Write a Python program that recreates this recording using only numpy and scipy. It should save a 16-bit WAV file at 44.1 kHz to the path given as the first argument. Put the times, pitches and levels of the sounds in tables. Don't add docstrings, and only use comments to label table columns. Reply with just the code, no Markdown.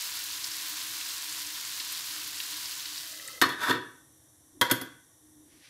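import sys
import numpy as np
from scipy import signal
from scipy.fft import rfft, irfft
from scipy.io import wavfile

SR = 44100
rng = np.random.default_rng(int(sys.argv[2]) if len(sys.argv) > 2 else 0)


def digitize_waveform(pressure):
    field = np.atleast_2d(pressure).T
    bounded = np.clip(field, -1, 1)
    quanta = np.round(bounded * 32767).astype(np.int16)
    wavfile.write(sys.argv[1], SR, quanta)


N = 251193
TIME_S = np.arange(N) / SR

# time in seconds, share of the pan covered from 0 to 1.
COVER = [(2.75, 0), (2.95, 0.04), (3.15, 0.24), (3.36, 0.5), (3.411, 0.8)]


def from_db(db):
    return 10 ** (np.asarray(db) / 20)


def rms_one(x):
    return x / np.sqrt(np.mean(x ** 2) + 1e-20)


def in_time(rows, outside=None):
    s, *columns = np.transpose(rows)
    return [np.interp(TIME_S, s, column, outside, outside) for column in columns]


def at_hz(points, hz):
    point_hz, values = np.transpose(points)
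    return np.interp(np.log(np.maximum(hz, 1)), np.log(point_hz), values)


def colour(x, spectrum):
    size = 8192
    bins_hz = np.arange(size // 2 + 1) * SR / size
    cepstrum = irfft(np.log(from_db(at_hz(spectrum, bins_hz))))
    cepstrum[1:size // 2] *= 2
    cepstrum[size // 2 + 1:] = 0
    impulse = irfft(np.exp(rfft(cepstrum)))
    return signal.fftconvolve(x, impulse)[:len(x)]


def butter(x, order, hz, kind="low"):
    return signal.sosfilt(signal.butter(order, hz, kind, fs=SR, output="sos"), x)


def drift(rate_hz):
    r = np.exp(-2 * np.pi * rate_hz * 40 / SR)
    slow = signal.lfilter([1], [1, -2 * r, r * r], rng.standard_normal(N // 40 + 2002))
    slow = slow[2000:]
    return np.interp(np.arange(N) / 40, np.arange(len(slow)), rms_one(slow))


def ring(force, hz, t60):
    r = from_db(-60 / (t60 * SR))
    w = 2 * np.pi * hz / SR
    return signal.lfilter([0, np.sin(w)], [1, -2 * r * np.cos(w), r * r], force + 1e-18)


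def width_to_t60(width_hz):
    return np.log(1000) / (np.pi * width_hz)


def air_modes(x, modes):
    return rms_one(sum(from_db(db) * rms_one(ring(x, hz, width_to_t60(width_hz)))
                       for hz, width_hz, db in modes))


def frying():
    fizz = bursting(per_s=20000, spread_db=2.0, cycles=5.5, patchy_db=1.0)
    pops = spits()
    return direct_sizzle(fizz) + pops + lid_gap(fizz, pops) + through_lid(fizz)


def bursting(per_s, spread_db, cycles, patchy_db):
    sizes = from_db(spread_db * np.minimum(rng.exponential(1, N), 7)) * rng.choice([-1, 1], N)
    bursts = sizes * (rng.random(N) < per_s / SR)
    pitches = np.geomspace(600, 15000, 16)
    dealt = rng.integers(0, 16, N)
    together = drift(9)
    fizz = 0
    for k, hz in enumerate(pitches):
        patches = from_db(patchy_db * (0.5 * together + drift(23)))
        rings = rms_one(ring(bursts * (dealt == k), hz, cycles / hz))
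        fizz = fizz + np.sqrt(hz) * patches * rings
    return rms_one(fizz)


def covered():
    return in_time(COVER)[0], TIME_S < COVER[-1][0]


def direct_sizzle(fizz):
    # frequency in Hz, relative level in dB.
    sizzle_colour = [(240, -81), (400, -22.5), (459, -16), (552, -24.5), (706, -16), (836, -19.5),
                     (975, -6), (1270, -10.5), (1500, -6), (2370, -7), (4260, 0), (7750, -2), (9030, -3.5),
                     (12100, -2), (15700, -5)]
    split_hz, low_boost_db = 3500, 2.5
    low_shade_db, high_shade_db = 25.5, 15
    level_db, fade_db_per_s = -38.5, 0.5
    cover, ajar = covered()
    sizzle = rms_one(colour(fizz, sizzle_colour))
    low = from_db(low_boost_db - low_shade_db * cover) * butter(sizzle, 2, split_hz)
    high = from_db(-high_shade_db * cover) * butter(sizzle, 2, split_hz, "high")
    return ajar * from_db(level_db - fade_db_per_s * TIME_S) * (low - high)


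def spits():
    # start in seconds, level in dB, pitch in Hz.
    loud_spits = [(0.154, -24, 12400), (0.24, -20, 12500), (0.4428, -15.5, 5170), (0.5164, -21, 5330),
                  (0.5834, -28, 4200), (0.6843, -20, 14700), (0.6938, -20, 15050), (0.816, -24.5, 4400),
                  (1.0111, -24.5, 12800), (1.0111, -29, 2850), (1.1056, -23.5, 4500), (1.371, -26, 4500),
                  (1.7995, -20.5, 4500), (1.924, -21, 12700), (2.2754, -20, 13400), (2.4022, -18, 3444),
                  (2.6572, -20.5, 5140), (2.804, -26.5, 3920), (2.8575, -22, 4460), (2.9790, -21, 4900),
                  (3.197, -38.5, 2240), (3.277, -23, 7950), (3.283, -38, 2160)]
    small_per_s, small_floor_db, small_spread_db = 12, -35, 3.5
    small_low_hz, small_high_hz = 3500, 14000
    cycles_to_peak = 0.72
    echo_ms, echo_db = 5.4, 1
    when, pitch, size = rng.random((200, 3)).T
    starts = np.cumsum(-np.log(1 - when)) / small_per_s
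    levels_db = small_floor_db - small_spread_db * np.log(1 - size)
    pitches = small_low_hz * (small_high_hz / small_low_hz) ** pitch
    small = [row for row in zip(starts, levels_db, pitches) if row[0] < COVER[2][0]]
    pops = np.zeros(N + 800)
    for s, level_db, hz in loud_spits + small:
        at = round(s * SR)
        turns = np.arange(800) * hz / SR
        swell = turns / cycles_to_peak
        pops[at:at + 800] += from_db(level_db) * np.sin(2 * np.pi * turns) * swell * np.exp(1 - swell)
    walls = rng.standard_normal(800) * np.exp(-1000 * np.arange(800) / SR / echo_ms)
    walls /= np.sqrt(np.sum(walls ** 2))
    return pops[:N] + from_db(echo_db) * signal.fftconvolve(pops, walls)[:N]


def lid_gap(fizz, pops):
    # pitch in Hz, width in Hz, relative level in dB.
    gap_modes = [(1315, 36, -2.5), (2065, 71, 1), (2663, 63, -15.5), (3214, 140, -4), (3840, 120, -12),
                 (4500, 170, -10.5), (5080, 150, -15.5)]
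    open_hz, shut_hz, sinking_width_hz = 840, 464, 78
    sinking_db, fixed_db, full_at_cover = -61.5, -54, 0.23
    spit_db = -20
    cover, ajar = covered()
    sinking_hz, = in_time([(COVER[0][0], open_hz), (COVER[-1][0], shut_hz)])
    turn = 2 * np.pi * np.cumsum(sinking_hz) / SR
    sinking = drift(sinking_width_hz) * np.cos(turn) + drift(sinking_width_hz) * np.sin(turn)
    fixed = from_db(fixed_db + 3.2 * drift(23)) * air_modes(fizz, gap_modes)
    steady = ajar * np.clip(cover / full_at_cover, 0, 1) * (from_db(sinking_db) * sinking + fixed)
    rung = sum(from_db(spit_db + db) * ring(pops, hz, width_to_t60(width_hz))
               for hz, width_hz, db in gap_modes)
    return steady + cover * rung


def through_lid(fizz):
    # frequency in Hz, relative level in dB.
    muffled = [(300, -30), (470, -6), (1400, -14), (1950, -12), (2600, -24), (3650, -9), (4200, -19),
               (5250, -20), (5500, -7), (5900, -2), (6400, -11), (10200, -4), (12900, -11), (13200, -21),
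               (15700, -31)]
    # pitch in Hz, width in Hz, relative level in dB.
    shut_modes = [(1150, 45, -1), (1880, 60, -2), (7700, 200, -2), (8870, 120, 0)]
    level_db, leak_db, seating_s = -60.5, 8.5, 0.3
    smooth = rng.standard_normal(N) + 0.17 * fizz
    through = rms_one(colour(smooth, muffled)) + from_db(-19.0) * air_modes(smooth, shut_modes)
    since_shut = np.maximum(TIME_S - COVER[-1][0], 0)
    leak = leak_db * np.exp(-since_shut / seating_s)
    return covered()[0] * from_db(level_db + leak) * through


def steel():
    # start in seconds,
    # rattle decay in ms, then the relative levels in dB of lid ring, thud and crack.
    knocks = [(3.415, 4.8, -21.5, -23.5, -8), (3.4217, 5.3, -23.5, -34.5, -11.5),
              (3.434, 5.5, -22.5, -27, -23), (3.455, 10, -38.5, -27, -28), (3.489, 20, -33, -34, -24.5),
              (3.52, 22, -43, -38, -31), (3.697, 3.6, -40, -19, -24), (3.707, 3.8, -24.5, -35, -33),
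              (3.726, 10, -35, -36, -47), (3.748, 10, -36.5, -27.5, -45)]
    # start in seconds, rattle decay in ms,
    # then the relative levels in dB of lid ring, thud, crack, chink and ladle ring.
    drops = [(4.6122, 7.7, -33, -26, -9, -21.5, -21.5), (4.6981, 13, -35.5, -51, -23, -41.5, -33),
             (4.7120, 7.2, -28, -19.5, -12, -17, -30), (4.8128, 8.1, -59, -30.5, -28.5, -34, -47)]
    # time in seconds, relative rub and thud levels in dB.
    grind = [(3.57, -48, -47.5), (3.618, -32.5, -60), (3.634, -26, -54), (3.668, -29, -43.5),
             (3.696, -26.5, -23.5), (3.714, -26, -34), (3.79, -57, -36)]
    lid_chink_db = -15.5
    knocks = [(*row, row[-1] + lid_chink_db) for row in knocks]
    on_lid, on_pan, crack, on_thick, on_ladle = blows(knocks + drops)
    rub_db, thud_db = in_time(grind, -120)
    grit = rng.standard_normal((4, N)) * from_db(1.3 * drift(76))
    rub = butter(grit[0], 2, 2300)
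    metal = lid_ring(on_lid + from_db(rub_db - 26) * rub)
    metal += ladle_ring(on_ladle)
    metal += thick_chink(on_thick + from_db(rub_db - 39) * grit[1])
    metal += pan_thud(on_pan + from_db(thud_db - 27.0) * grit[2])
    metal += contact_crack(crack + from_db(rub_db - 22.0) * grit[3])
    return butter(metal, 4, 85, "high")


def blows(table):
    first_touch = 1.6 * np.array([2, 4, 1, 1, 2])
    t_ms = 1000 * np.arange(4000) / SR
    forces = np.zeros((5, N))
    for s, decay_ms, *levels_db in table:
        at, count = round(s * SR), len(levels_db)
        rattle = rng.standard_normal((count, 4000)) * np.exp(-t_ms / decay_ms)
        rattle[:, 0] = first_touch[:count]
        rattle /= np.sqrt((rattle ** 2).sum(axis=1, keepdims=True))
        forces[:count, at:at + 4000] += from_db(levels_db)[:, None] * rattle
    return forces


def struck(force, modes):
    split = 0.006
    out = 0
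    for k, (hz, db, t60) in enumerate(modes):
        height = (-1) ** k * from_db(db - 10.0)
        for side in (-1, 0, 0.7):
            out = out + height * ring(force, hz * (1 + split * side), t60)
    return out


def thin_shell(pitches_hz, levels_db, t60_at_1khz, loss):
    return [(hz, db, t60_at_1khz * (hz / 1000) ** -loss) for hz, db in zip(pitches_hz, levels_db)]


def lid_ring(force):
    # pitches in Hz, then their relative levels in dB.
    pitches_hz = [615, 969, 1030, 1113, 1200, 1262, 1335, 1451, 1517, 1625, 1737, 1816, 1860, 1950, 2036,
                  2245, 2360, 2660, 2850, 3000, 3315, 3492, 3708, 4250, 4570, 5150]
    levels_db = [-20, -4, -8, -7, -7, -6, -8, -10, 1, -4, -1, 3.5, -0.5, -10.5, -13, -12.5, -16.5, -9, -14,
                 -18, -9.5, 2, -1, -4, -14.5, -8]
    return struck(force, thin_shell(pitches_hz, levels_db, 0.078, loss=0.5))


def ladle_ring(force):
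    # pitches in Hz, then their relative levels in dB.
    pitches_hz = [525, 660, 790, 965, 1130, 1290, 1452, 1533, 1618, 1720, 1865, 2040, 2250, 2520, 2800,
                  3228, 3340, 3476, 3730, 4200, 4610]
    levels_db = [-3, -15, -14, -3, -11, -17.5, -1, 0, 0, -8.5, -1, 0.5, -11, -15, -18.5, 2, -1, -10.5, -19,
                 -13, -9]
    return struck(force, thin_shell(pitches_hz, levels_db, 0.14, loss=0.12))


def thick_chink(force):
    # pitches in Hz, then their relative levels in dB.
    pitches_hz = [5910, 6420, 7000, 7500, 7960, 8980, 9650, 10200, 10650, 11050, 11450, 11800, 12100, 12400,
                  12900, 13400, 13800, 14800, 15200]
    levels_db = [-14, -17, -22, -10.5, -7.5, -10, -6.5, 0, -10.5, -2.5, -10, 2, -7.5, -6.5, -5.5, -3, -6,
                 -8.5, -9.5]
    return struck(force, thin_shell(pitches_hz, levels_db, 0.031, loss=0.18))


def pan_thud(force):
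    # pitch in Hz, relative level in dB, nominal 60 dB decay in seconds.
    pan_body = [(111, -10.5, 0.087), (180, -12.5, 0.045), (256, -7, .1), (314, -1.5, 0.084),
                (372, -6.5, 0.096), (468, -4.5, 0.052)]
    return struck(force, pan_body)


def contact_crack(force):
    # frequency in Hz, relative level in dB.
    crack_colour = [(59, -16.5), (100, -17), (341, -6), (829, -6), (942, -7), (1500, 1.5), (2830, -13),
                    (3420, -1), (3970, -7.5), (12200, -22), (15700, -29)]
    return from_db(26.5) * colour(force, crack_colour)


def gas_ring():
    # frequency in Hz, relative level in dB.
    roar_colour = [(13, -66.5), (22, -40.5), (76, -1), (137, -1), (176, -14.5), (268, -10.5), (299, -5.5),
                   (389, -13.5), (408, -17), (441, -23), (900, -30.5), (1170, -62), (1980, -120)]
    # time in seconds, mean level in dB.
    hum_course = [(0, -71), (.5, -63.5), (1.2, -62), (2.0, -62.5), (2.7, -64), (3.15, -66.5), (4.1, -67),
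                  (4.46, -74.5), (4.58, -56.5), (5.05, -73.5), (5.46, -61), (5.59, -59.5), (5.66, -84)]
    hum_hz, hum_width_hz, hum_waver_db = 305.7, 12.6, 2
    roar = from_db(-68.5 + 1.51 * drift(8.2)) * rms_one(colour(rng.standard_normal(N), roar_colour))
    hum = air_modes(rng.standard_normal(N), [(hum_hz, hum_width_hz, 0)])
    return roar + from_db(in_time(hum_course)[0] + hum_waver_db * drift(3.2)) * hum


def hiss():
    # time in seconds, level in dB.
    swell = [(5.4, -95), (5.52, -66.5), (5.6, -66), (5.65, -57), (5.7, -59)]
    # frequency in Hz, relative level in dB.
    hiss_colour = [(530, -46), (900, -22), (1250, -11), (1310, -29.5), (1440, -10.5), (1870, -5.5),
                   (6000, -10.5), (7800, -38), (13200, -120)]
    return from_db(in_time(swell, -120)[0]) * rms_one(colour(rng.standard_normal(N), hiss_colour))


def kitchen(x):
    # frequency in Hz, 60 dB decay time in seconds.
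    decay = [(100, 0.67), (400, 0.42), (1500, 0.53), (4000, 0.45), (14000, 0.19)]
    t = np.arange(SR) / SR
    edges_hz = 60 * 2. ** np.arange(9)
    tail = 0
    for low, high in zip(edges_hz, edges_hz[1:]):
        band = butter(rng.standard_normal(SR), 2, [low, high], "band")
        tail = tail + band * from_db(-60 * t / at_hz(decay, np.sqrt(low * high)))
    tail *= np.clip(t / 0.0027, 0, 1)
    return signal.fftconvolve(x, tail / np.sqrt(np.sum(tail ** 2)))[:N]


def scene():
    metal = steel()
    mono = frying() + metal + gas_ring() + hiss() + from_db(-9.5) * kitchen(metal)
    return np.array([mono, mono])


def record(dry):
    # lower edge in Hz, upper edge in Hz, share added left and taken off right.
    ports = [(1620, 2070, 0.19), (9600, 10300, -.24)]
    unlike = 0
    for low_hz, high_hz, share in ports:
        unlike = unlike + share * butter(dry, 2, [low_hz, high_hz], "band")
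    heard = dry + unlike * [[1], [-1]]
    return signal.sosfilt(signal.cheby2(30, 70, 15900, fs=SR, output="sos"), heard)


dry = scene()
out = record(dry)
digitize_waveform(out)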